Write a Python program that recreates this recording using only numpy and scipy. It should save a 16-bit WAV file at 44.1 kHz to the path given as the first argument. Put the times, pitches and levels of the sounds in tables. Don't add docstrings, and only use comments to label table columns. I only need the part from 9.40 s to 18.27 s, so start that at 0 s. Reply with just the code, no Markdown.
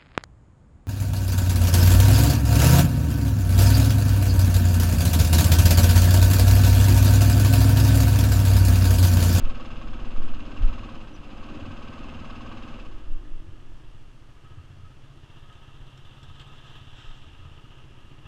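import sys
import numpy as np
from scipy import signal
from scipy.fft import rfft, irfft, next_fast_len
from scipy.io import wavfile
from scipy.ndimage import uniform_filter1d

SR = 44100
rng = np.random.default_rng(int(sys.argv[2]) if len(sys.argv) > 2 else 0)


def log_audio(samples):
    frames = np.atleast_2d(samples).T
    limited = np.clip(frames, -1, 1)
    pcm = np.round(limited * 32767).astype(np.int16)
    wavfile.write(sys.argv[1], SR, pcm)


N = 391166
T = np.arange(N) / SR
IDLE_HZ = 18


def from_db(db):
    return 10 ** (np.asarray(db) / 20)

def rms_one(x):
    return x / np.sqrt(np.mean(x ** 2) + 1e-20)

def in_time(rows):
    return np.interp(T, *np.transpose(rows))

def ramp(start_s, length_s):
    return np.clip((T - start_s) / length_s, 0, 1)

def swells(rows):
    return np.sqrt(sum((from_db(db) * np.exp(-((T - s) / half) ** 2)) ** 2 for s, half, db in rows))

def drift(per_s):
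    knots = rng.standard_normal(int(N / SR * per_s) + 2)
    return rms_one(np.interp(T * per_s, np.arange(len(knots)), knots))

def evened(x):
    return x / np.sqrt(uniform_filter1d(x ** 2, size=12000))

def filtered(x, order, hz, kind):
    return signal.sosfilt(signal.butter(order, hz, kind, fs=SR, output="sos"), x)

def body(x, colour, modes=()):
    size = next_fast_len(N + SR // 2, True) // 2 * 2
    hz = np.arange(size // 2 + 1) * SR / size + 1e-3
    at, level = np.transpose(colour)
    db = np.interp(np.log(hz), np.log(at), level) - 40 * np.log10(np.maximum(hz / at[-1], 1))
    for centre, width, lift in modes:
        db = db + lift / (1 + (2 * (hz - centre) / width) ** 2)
    cepstrum = irfft(np.log(rms_one(from_db(db))))
    response = np.exp(rfft(2 * cepstrum[:size // 2], size) - cepstrum[0])
    return irfft(rfft(x, size) * response)[:N]

def ring(x, hz, width_hz):
    r = np.exp(-np.pi * width_hz / SR)
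    return rms_one(signal.lfilter([1, 1], [1, -2 * r * np.cos(2 * np.pi * hz / SR), r * r], x + 1e-18))

def grains(per_s, spread_db):
    sizes = from_db(spread_db * np.minimum(rng.exponential(1, N), 4)) * rng.choice([-1, 1], N)
    return rms_one(sizes * (rng.random(N) < per_s / SR))

def crank(speed, firing_s):
    turns = np.cumsum(speed) / SR
    return turns - np.interp(firing_s, T, turns)

def per_cycle(turns, spread_db):
    cycle = np.floor(turns - np.floor(turns[0])).astype(int)
    return from_db(spread_db * rng.standard_normal(N // 1000))[cycle]

def stroke(turns, angle, width):
    return np.exp(-(((turns - angle + .5) % 1 - .5) / width) ** 2)

def pops(turns, spread_db, rough, tail):
    blows = rms_one(np.diff(np.floor(turns), prepend=np.floor(turns[0])))
    rush = rms_one(rng.standard_normal(N) * np.exp(-(turns % 1) / tail))
    return rms_one((blows + rough * rush) * per_cycle(turns, spread_db))

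def slap(turns, tail, rise=.034):
    share = turns % 1
    burst = np.minimum(share / rise, 1) * np.exp(-share / tail)
    return rms_one(burst * per_cycle(turns, spread_db=.8) * rng.standard_normal(N))


def stream():
    # f/Hz, level/dB
    colour = [(100, 4), (190, 3), (300, 5), (500, -4), (900, -7), (1260, -3.5), (1450, -8), (2220, -11.5),
              (2800, -10.5), (3900, -16.5), (6000, -20), (9000, -26), (12000, -34.5), (14000, -38)]
    return from_db(-57.5) * body(grains(per_s=9000, spread_db=2), colour)

def wind():
    # t/s, half length/s, level/dB
    gusts = [(.05, 0.21, -34.5), (0.64, 0.4, -35), (1.29, 0.12, -29), (3.64, 0.25, -40),
             (0.936, 0.05, -28.5)]
    # f/Hz, level/dB
    rumble = [(8, -17), (16, -11), (24, 4), (34, 2), (48, -13), (80, -12.5), (150, -37.5), (400, -70)]
    # t/s, peak/dB, half length/s, microphone swing/Hz
    buffets = [(0.031, -10.5, 0.017, 6.2), (0.769, -10.5, 0.025, 5.6), (1.231, -7.5, 0.0097, 15.5),
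               (3.7, -17, 0.025, 16.6), (3.923, -21.5, 0.024, 12), (6.408, -38, .011, 27),
               (7.677, -29.5, 0.016, 13.5), (7.901, -43, .011, 31)]
    breeze_db, calm_db = -44, -53.5
    force = np.hypot(from_db(breeze_db + (calm_db - breeze_db) * ramp(4.35, .59)), swells(gusts))
    subsonic = filtered(rng.standard_normal(N + SR), 4, [4, 13], "band")[SR:]
    out = force * (evened(body(rng.standard_normal(N), rumble)) + from_db(6.5) * evened(subsonic))
    turbulence = evened(filtered(rng.standard_normal(N), 5, [45, 98], "band"))
    for s, db, half, hz in buffets:
        puff = -np.exp(-((T - s) / half) ** 2)
        swing = filtered(puff, 4, hz, "high")
        thud = swells([(s, .039, db - 26)]) * (.011 / half) ** 2 * turbulence
        out = out + from_db(db) * swing / np.abs(swing).max() + thud
    return out * ramp(0, .02)

def bird():
    # t/s, length/s, start f/Hz, end f/Hz, level/dB
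    chips = [(1.725, 0.05, 5840, 5970, -59.5)]
    s, length, start_hz, end_hz, db = chips[0]
    along = ramp(s, length)
    pitch = start_hz + (end_hz - start_hz) * along
    return from_db(db) * np.sin(np.pi * along) ** 2 * np.sin(2 * np.pi * np.cumsum(pitch) / SR)

def tyre_spray():
    # t/s, half length/s, level/dB
    washes = [(7.24, 1, -62.5), (7.62, 0.089, -55), (7.62, .3, -60), (8.1, 0.061, -64)]
    # f/Hz, level/dB
    splash = [(500, -8), (1600, 4), (2300, -7), (3000, 7.5), (3650, 5), (4500, -14), (5200, -7),
              (6500, -15), (7800, -13), (10000, -41), (13000, -41)]
    return body(swells(washes) * from_db(2 * drift(25)) * grains(per_s=4000, spread_db=1.5), splash)

def stones():
    # t/s, clack level/dB, decay/s, ring f/Hz, ring level/dB
    hits = [(3.85, -74, .025, 1800, -59), (6.125, -55, .015, 7400, -79), (6.575, -52, 0.009, 5360, -64),
            (6.829, -51.5, 0.014, 5270, -62), (6.995, -48, 0.014, 3060, -55),
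            (7.012, -56, 0.013, 2920, -57), (7.071, -62, 0.01, 7900, -69)]
    # f/Hz, level/dB
    clack = [(500, -4), (1500, 9), (2300, -1), (3200, 14.5), (4500, -2), (6000, -8.5), (7900, -2.5),
             (9500, -31), (13000, -22)]
    grit, knocks, rings = rng.standard_normal(N), 0, 0
    for s, db, decay, hz, ring_db in hits:
        dying = ramp(s, .001) * np.exp(-np.abs(T - s) / decay)
        knocks = knocks + from_db(db) * dying
        rings = rings + from_db(ring_db) * dying * ring(grit, hz, width_hz=280)
    return body(knocks * grit, clack) + rings


def through_trees(x):
    echoes = sum(drift(7) * np.interp(T - delay_s, T, x) for delay_s in (.007, .019, .046, .083))
    return rms_one(x + from_db(-5) * echoes)

def rider_low_end(turns, speed, thump_db):
    # f/Hz, level/dB
    thump_pipe = [(35, -12), (65, -5.5), (88, -5.5), (112, -3.5), (137, -2.5), (165, -19), (230, -22.5),
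                  (400, -35)]
    # t/s, half length/s, level/dB
    drones = [(4.5, 0.11, -66.5), (5.7, 0.34, -62.5), (6.85, 0.67, -59)]
    # f/Hz, level/dB
    drone_pipe = [(90, -32), (118, -8), (131, -0.5), (142, -6.5), (165, -36), (300, -56)]
    # t/s, half length/s, level/dB
    booms = [(2.285, 0.051, -38.5), (4.09, 0.014, -45.5), (5.16, 0.095, -42), (5.38, 0.097, -49),
             (6.65, 0.043, -49.5), (6.9, 0.031, -50), (7.43, 0.056, -50.5), (7.9, 0.03, -58),
             (8.08, 0.076, -48)]
    # f/Hz, level/dB
    airbox = [(45, -35), (72, 1.5), (88, 12.5), (106, -6.5), (140, -10), (300, -51)]
    firings = rms_one(pops(turns, spread_db=1.1, rough=.44, tail=.9) / np.sqrt(speed))
    thump = from_db(thump_db) * body(firings, thump_pipe)
    return thump + swells(drones) * body(firings, drone_pipe) + swells(booms) * body(firings, airbox)

def rider_pipe(turns, throttle):
    # f/Hz, level/dB
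    pipe = [(120, -23), (220, -4), (290, 6.5), (330, 3), (395, -6.5), (460, -17), (535, -8), (620, -13.5),
            (1200, -33)]
    # t/s, level/dB
    bark_level = [(0, -58), (.45, -54), (.62, -49), (1.15, -51), (1.42, -56), (1.65, -52.5), (2.15, -51),
                  (2.7, -52), (3.25, -59), (3.62, -56.5), (4.3, -63.5)]
    # t/s, half length/s, level/dB
    burbles = [(5.25, .45, -68)]
    distant_pops = through_trees(pops(turns, spread_db=1.2, rough=.4, tail=.9))
    bark = from_db(in_time(bark_level)) * throttle * body(distant_pops, pipe)
    coasting = from_db(-68.5) + swells(burbles)
    passing = from_db(-61) * ramp(8.1, .15)
    burble = body(pops(turns, spread_db=.7, rough=.55, tail=.9), pipe)
    return bark + np.hypot(coasting, passing) * burble

def rider_metal(turns, near_db):
    # f/Hz, level/dB
    case = [(200, 0.5), (500, 0.5), (700, 1), (930, 6), (1200, -2.5), (1400, -3.5), (1700, 4.5),
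            (2300, -17.5), (2750, 5), (3350, 3), (4200, -19.5), (6300, -18), (9000, -38), (14000, -30)]
    # f/Hz, width/Hz, lift/dB
    case_modes = [(1245, 130, 12.8), (2704, 140, 5)]
    # t/s, half length/s, level/dB
    flares = [(5.11, 0.13, -61.5), (5.46, 0.086, -65), (6.1, 0.17, -61), (7.1, 0.36, -62),
              (7.68, 0.05, -55)]
    # f/Hz, width/Hz, level/dB
    cover_modes = [(1270, 22, 0), (1655, 45, -9.5), (1780, 45, -19)]
    throb = 1 + .7 * np.exp(-(turns % 1) / .3) * per_cycle(turns, spread_db=1.8)
    impacts = rms_one(throb * from_db(1.3 * drift(20)) * grains(per_s=6000, spread_db=0))
    clatter = from_db(near_db + 7.5) * body(impacts, case, case_modes)
    taps = pops(turns - .2, spread_db=1.5, rough=.7, tail=.6)
    cover = sum(from_db(db) * ring(taps, hz, width) for hz, width, db in cover_modes)
    cover_gain = np.hypot(from_db(near_db - 3.5), swells(flares))
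    chain = ring(throb * grains(per_s=1200, spread_db=4), hz=2820, width_hz=260)
    side_on = ramp(6.66, .84)
    return clatter + cover_gain * cover + from_db(-65) * side_on * chain

def rider_rasp(turns):
    # t/s, half length/s, level/dB
    rasps = [(6.0, 0.4, -69), (7.1, 0.82, -62.5)]
    # f/Hz, level/dB
    colour = [(1500, -16), (2300, -17), (2800, -0.5), (3600, 2), (4400, -18), (8000, -26)]
    return swells(rasps) * body(pops(turns, spread_db=2, rough=4, tail=1), colour)

def second_bike():
    # t/s, firing rate/Hz
    tickover_speed = [(3.6, 16.01), (4.2, 15.64), (4.6, 15.28), (4.95, 13.22), (5.2, 15.59), (5.55, 14.75),
                      (5.9, 15.55), (6.4, 16.05), (6.8, 16.88), (7.3, 17.3), (7.9, 17.3), (8.3, 15.05),
                      (8.87, 14.11)]
    # t/s, firing rate/Hz
    revs = [(0, 46), (.15, 47.5), (.27, 43), (.35, 46.4), (.51, 45), (.58, 49.9), (.7, 48.9), (.84, 45.7),
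            (.91, 41.5), (.96, 44.3), (1.02, 40.4), (1.12, 40), (1.2, 41.5), (1.33, 39.3), (1.54, 55.3),
            (1.65, 53.2), (1.79, 47.5), (1.88, 50), (2.13, 42.3), (2.19, 46.6), (2.26, 45.4), (2.34, 47.8),
            (2.49, 47.4), (2.59, 44), (2.66, 49.2), (2.78, 47.6), (2.84, 50.4), (3, 49.3), (3.09, 53.3),
            (3.32, 49), (3.55, 53), (3.62, 50.8), (3.7, 53.6), (3.95, 46.4), (4.07, 44), (4.32, 42.4),
            (4.52, 13)]
    # t/s, level/dB
    approach = [(3.8, -69.5), (4.87, -74), (5.11, -72.5), (5.17, -73), (5.78, -72), (5.85, -67.5),
                (7.46, -64.5), (8.74, -68), (8.87, -63)]
    tickover, near_db = in_time(tickover_speed), in_time(approach)
    speed = np.maximum(tickover, in_time(revs))
    throttle = np.clip((speed - tickover) / 17, 0, 1)
    turns = crank(speed, firing_s=4.611)
    load_db = .5 * throttle - .5 * (tickover - tickover.mean())
    thump_db = -52.5 + load_db + .35 * (near_db - near_db.mean())
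    return (rider_low_end(turns, speed, thump_db) + rider_pipe(turns, throttle)
            + rider_metal(turns, near_db) + rider_rasp(turns))


def idle_exhaust(turns):
    # f/Hz, level/dB
    silencer = [(40, -21), (80, 4.5), (135, -1), (190, -32), (240, -3.5), (330, -8.5), (450, -25),
                (900, -50)]
    # f/Hz, width/Hz, lift/dB
    modes = [(72, 20, 9)]
    return from_db(-50) * body(pops(turns, spread_db=.8, rough=.22, tail=.3), silencer, modes)

def idle_intake(turns, speed, angle=.041):
    from_gulp_s = ((turns - angle + .5) % 1 - .5) / speed
    hz = 234 * (speed / IDLE_HZ) ** .45
    hum = rms_one(np.sin(2 * np.pi * hz * from_gulp_s) * stroke(turns, angle, width=.23))
    return from_db(-46.5 + .9 * np.minimum(speed - IDLE_HZ, 0)) * hum

def idle_gears(turns):
    # tooth passes per turn, load angle/turns, width/turns, level/dB
    gears = [(17, 0.18, 0.21, -59), (30, 0.44, 0.3, -64), (35, 0.4, 0.14, -68)]
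    whirr = 0
    for teeth, angle, width, db in gears:
        mesh = np.sin(2 * np.pi * teeth * turns + .17 * drift(40))
        load = stroke(turns, angle, width) * from_db(.14 * drift(14))
        whirr = whirr + from_db(db) * rms_one(mesh * load)
    return whirr

def idle_clatter(turns):
    # angle after the pop/turns, f/Hz, width/Hz, level/dB
    knock_modes = [(.61, 1118, 69, -7), (.57, 830, 86, -21), (0.011, 1290, 25, -13), (0.85, 1100, 58, -26),
                   (.42, 504, 88, -17.5), (0.05, 555, 45, -18), (0.62, 1565, 51, -19),
                   (.91, 765, 87, -18.5), (0.86, 2720, 290, -14.5), (0.69, 3800, 170, -28)]
    # angle/turns, decay/turns, level/dB
    piston_slaps = [(0.59, 0.39, -50), (0.73, 0.17, -52.5), (0.142, 0.16, -57)]
    # f/Hz, level/dB
    case = [(150, 5.5), (330, -8), (420, -7), (650, -5), (880, -6.5), (1200, -10), (1850, -16.5),
            (2250, -16), (2800, -10), (3600, -20), (5100, -27), (5700, -37.5), (6400, -25.5), (7000, -31),
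            (10000, -52.5), (14000, -67)]
    # f/Hz, width/Hz, lift/dB
    case_modes = [(521, 58, 8), (1090, 110, 5.1), (1262, 86, 9), (1550, 140, 9.5), (2630, 120, 1.5),
                  (4540, 180, -1), (5840, 270, -7), (6660, 260, -8)]
    # f/Hz, width/Hz, lift/dB
    slap_modes = [(2630, 230, 4.6), (5180, 170, 11), (6000, 350, 5.2)]
    # t/s, half length/s, added share/dB
    hard_running = [(.08, 0.63, -8.5), (.85, .16, -14), (1.3, 0.18, -7.5)]
    knocks = sum(from_db(db) * ring(pops(turns - angle, spread_db=1.1, rough=.85, tail=.18), hz, width)
                 for angle, hz, width, db in knock_modes)
    rattle = body(grains(per_s=14000, spread_db=2), case, case_modes)
    slaps = sum(from_db(db) * slap(turns - angle, tail) for angle, tail, db in piston_slaps)
    bright = filtered(body(slaps, case, slap_modes), 2, [2000, 6500], "band")
    return from_db(-45.5) * rattle + (1 + swells(hard_running)) * (from_db(-49) * knocks + bright)

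def idle_tick(turns):
    # f/Hz, width/Hz, level/dB
    modes = [(3760, 600, -78), (4960, 120, -76.5), (6090, 190, -85)]
    tap = slap(turns - .7, tail=.09)
    return filtered(sum(from_db(db) * ring(tap, hz, width) for hz, width, db in modes), 2, 3000, "high")

def near_bike(off_s=3.406):
    # t/s, firing rate/Hz
    idle_speed = [(0, 19.69), (.2, 19.39), (.5, 16.72), (.65, 17.62), (.8, 17.16), (.95, 17.31),
                  (1.15, 17.79), (1.35, 19.1), (1.55, 17.56), (1.75, 11.3), (1.95, 16.01), (2.15, 18.17),
                  (2.4, 18.08), (2.6, 19.16), (2.9, 18.41), (3.1, 18.51), (3.25, 18.77), (3.5, 15.5)]
    speed, since_off = in_time(idle_speed), np.maximum(T - off_s, 0)
    turns = crank(speed, firing_s=.0127)
    drive = from_db(.97 * (speed - IDLE_HZ) - 88 * since_off)
    shake, metal_fade = from_db(.83 * (speed - IDLE_HZ)), from_db(-39 * since_off)
    running = idle_exhaust(turns) + idle_intake(turns, speed) + idle_gears(turns)
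    return drive * running + metal_fade * (shake * idle_clatter(turns) + idle_tick(turns))


def scene():
    return (near_bike() + second_bike() + stream() + tyre_spray() + stones() + wind() + bird())[None]

def record(dry):
    return signal.sosfilt(signal.ellip(10, .1, 90, 14200, fs=SR, output="sos"), dry)


dry = scene()
out = record(dry)
log_audio(out)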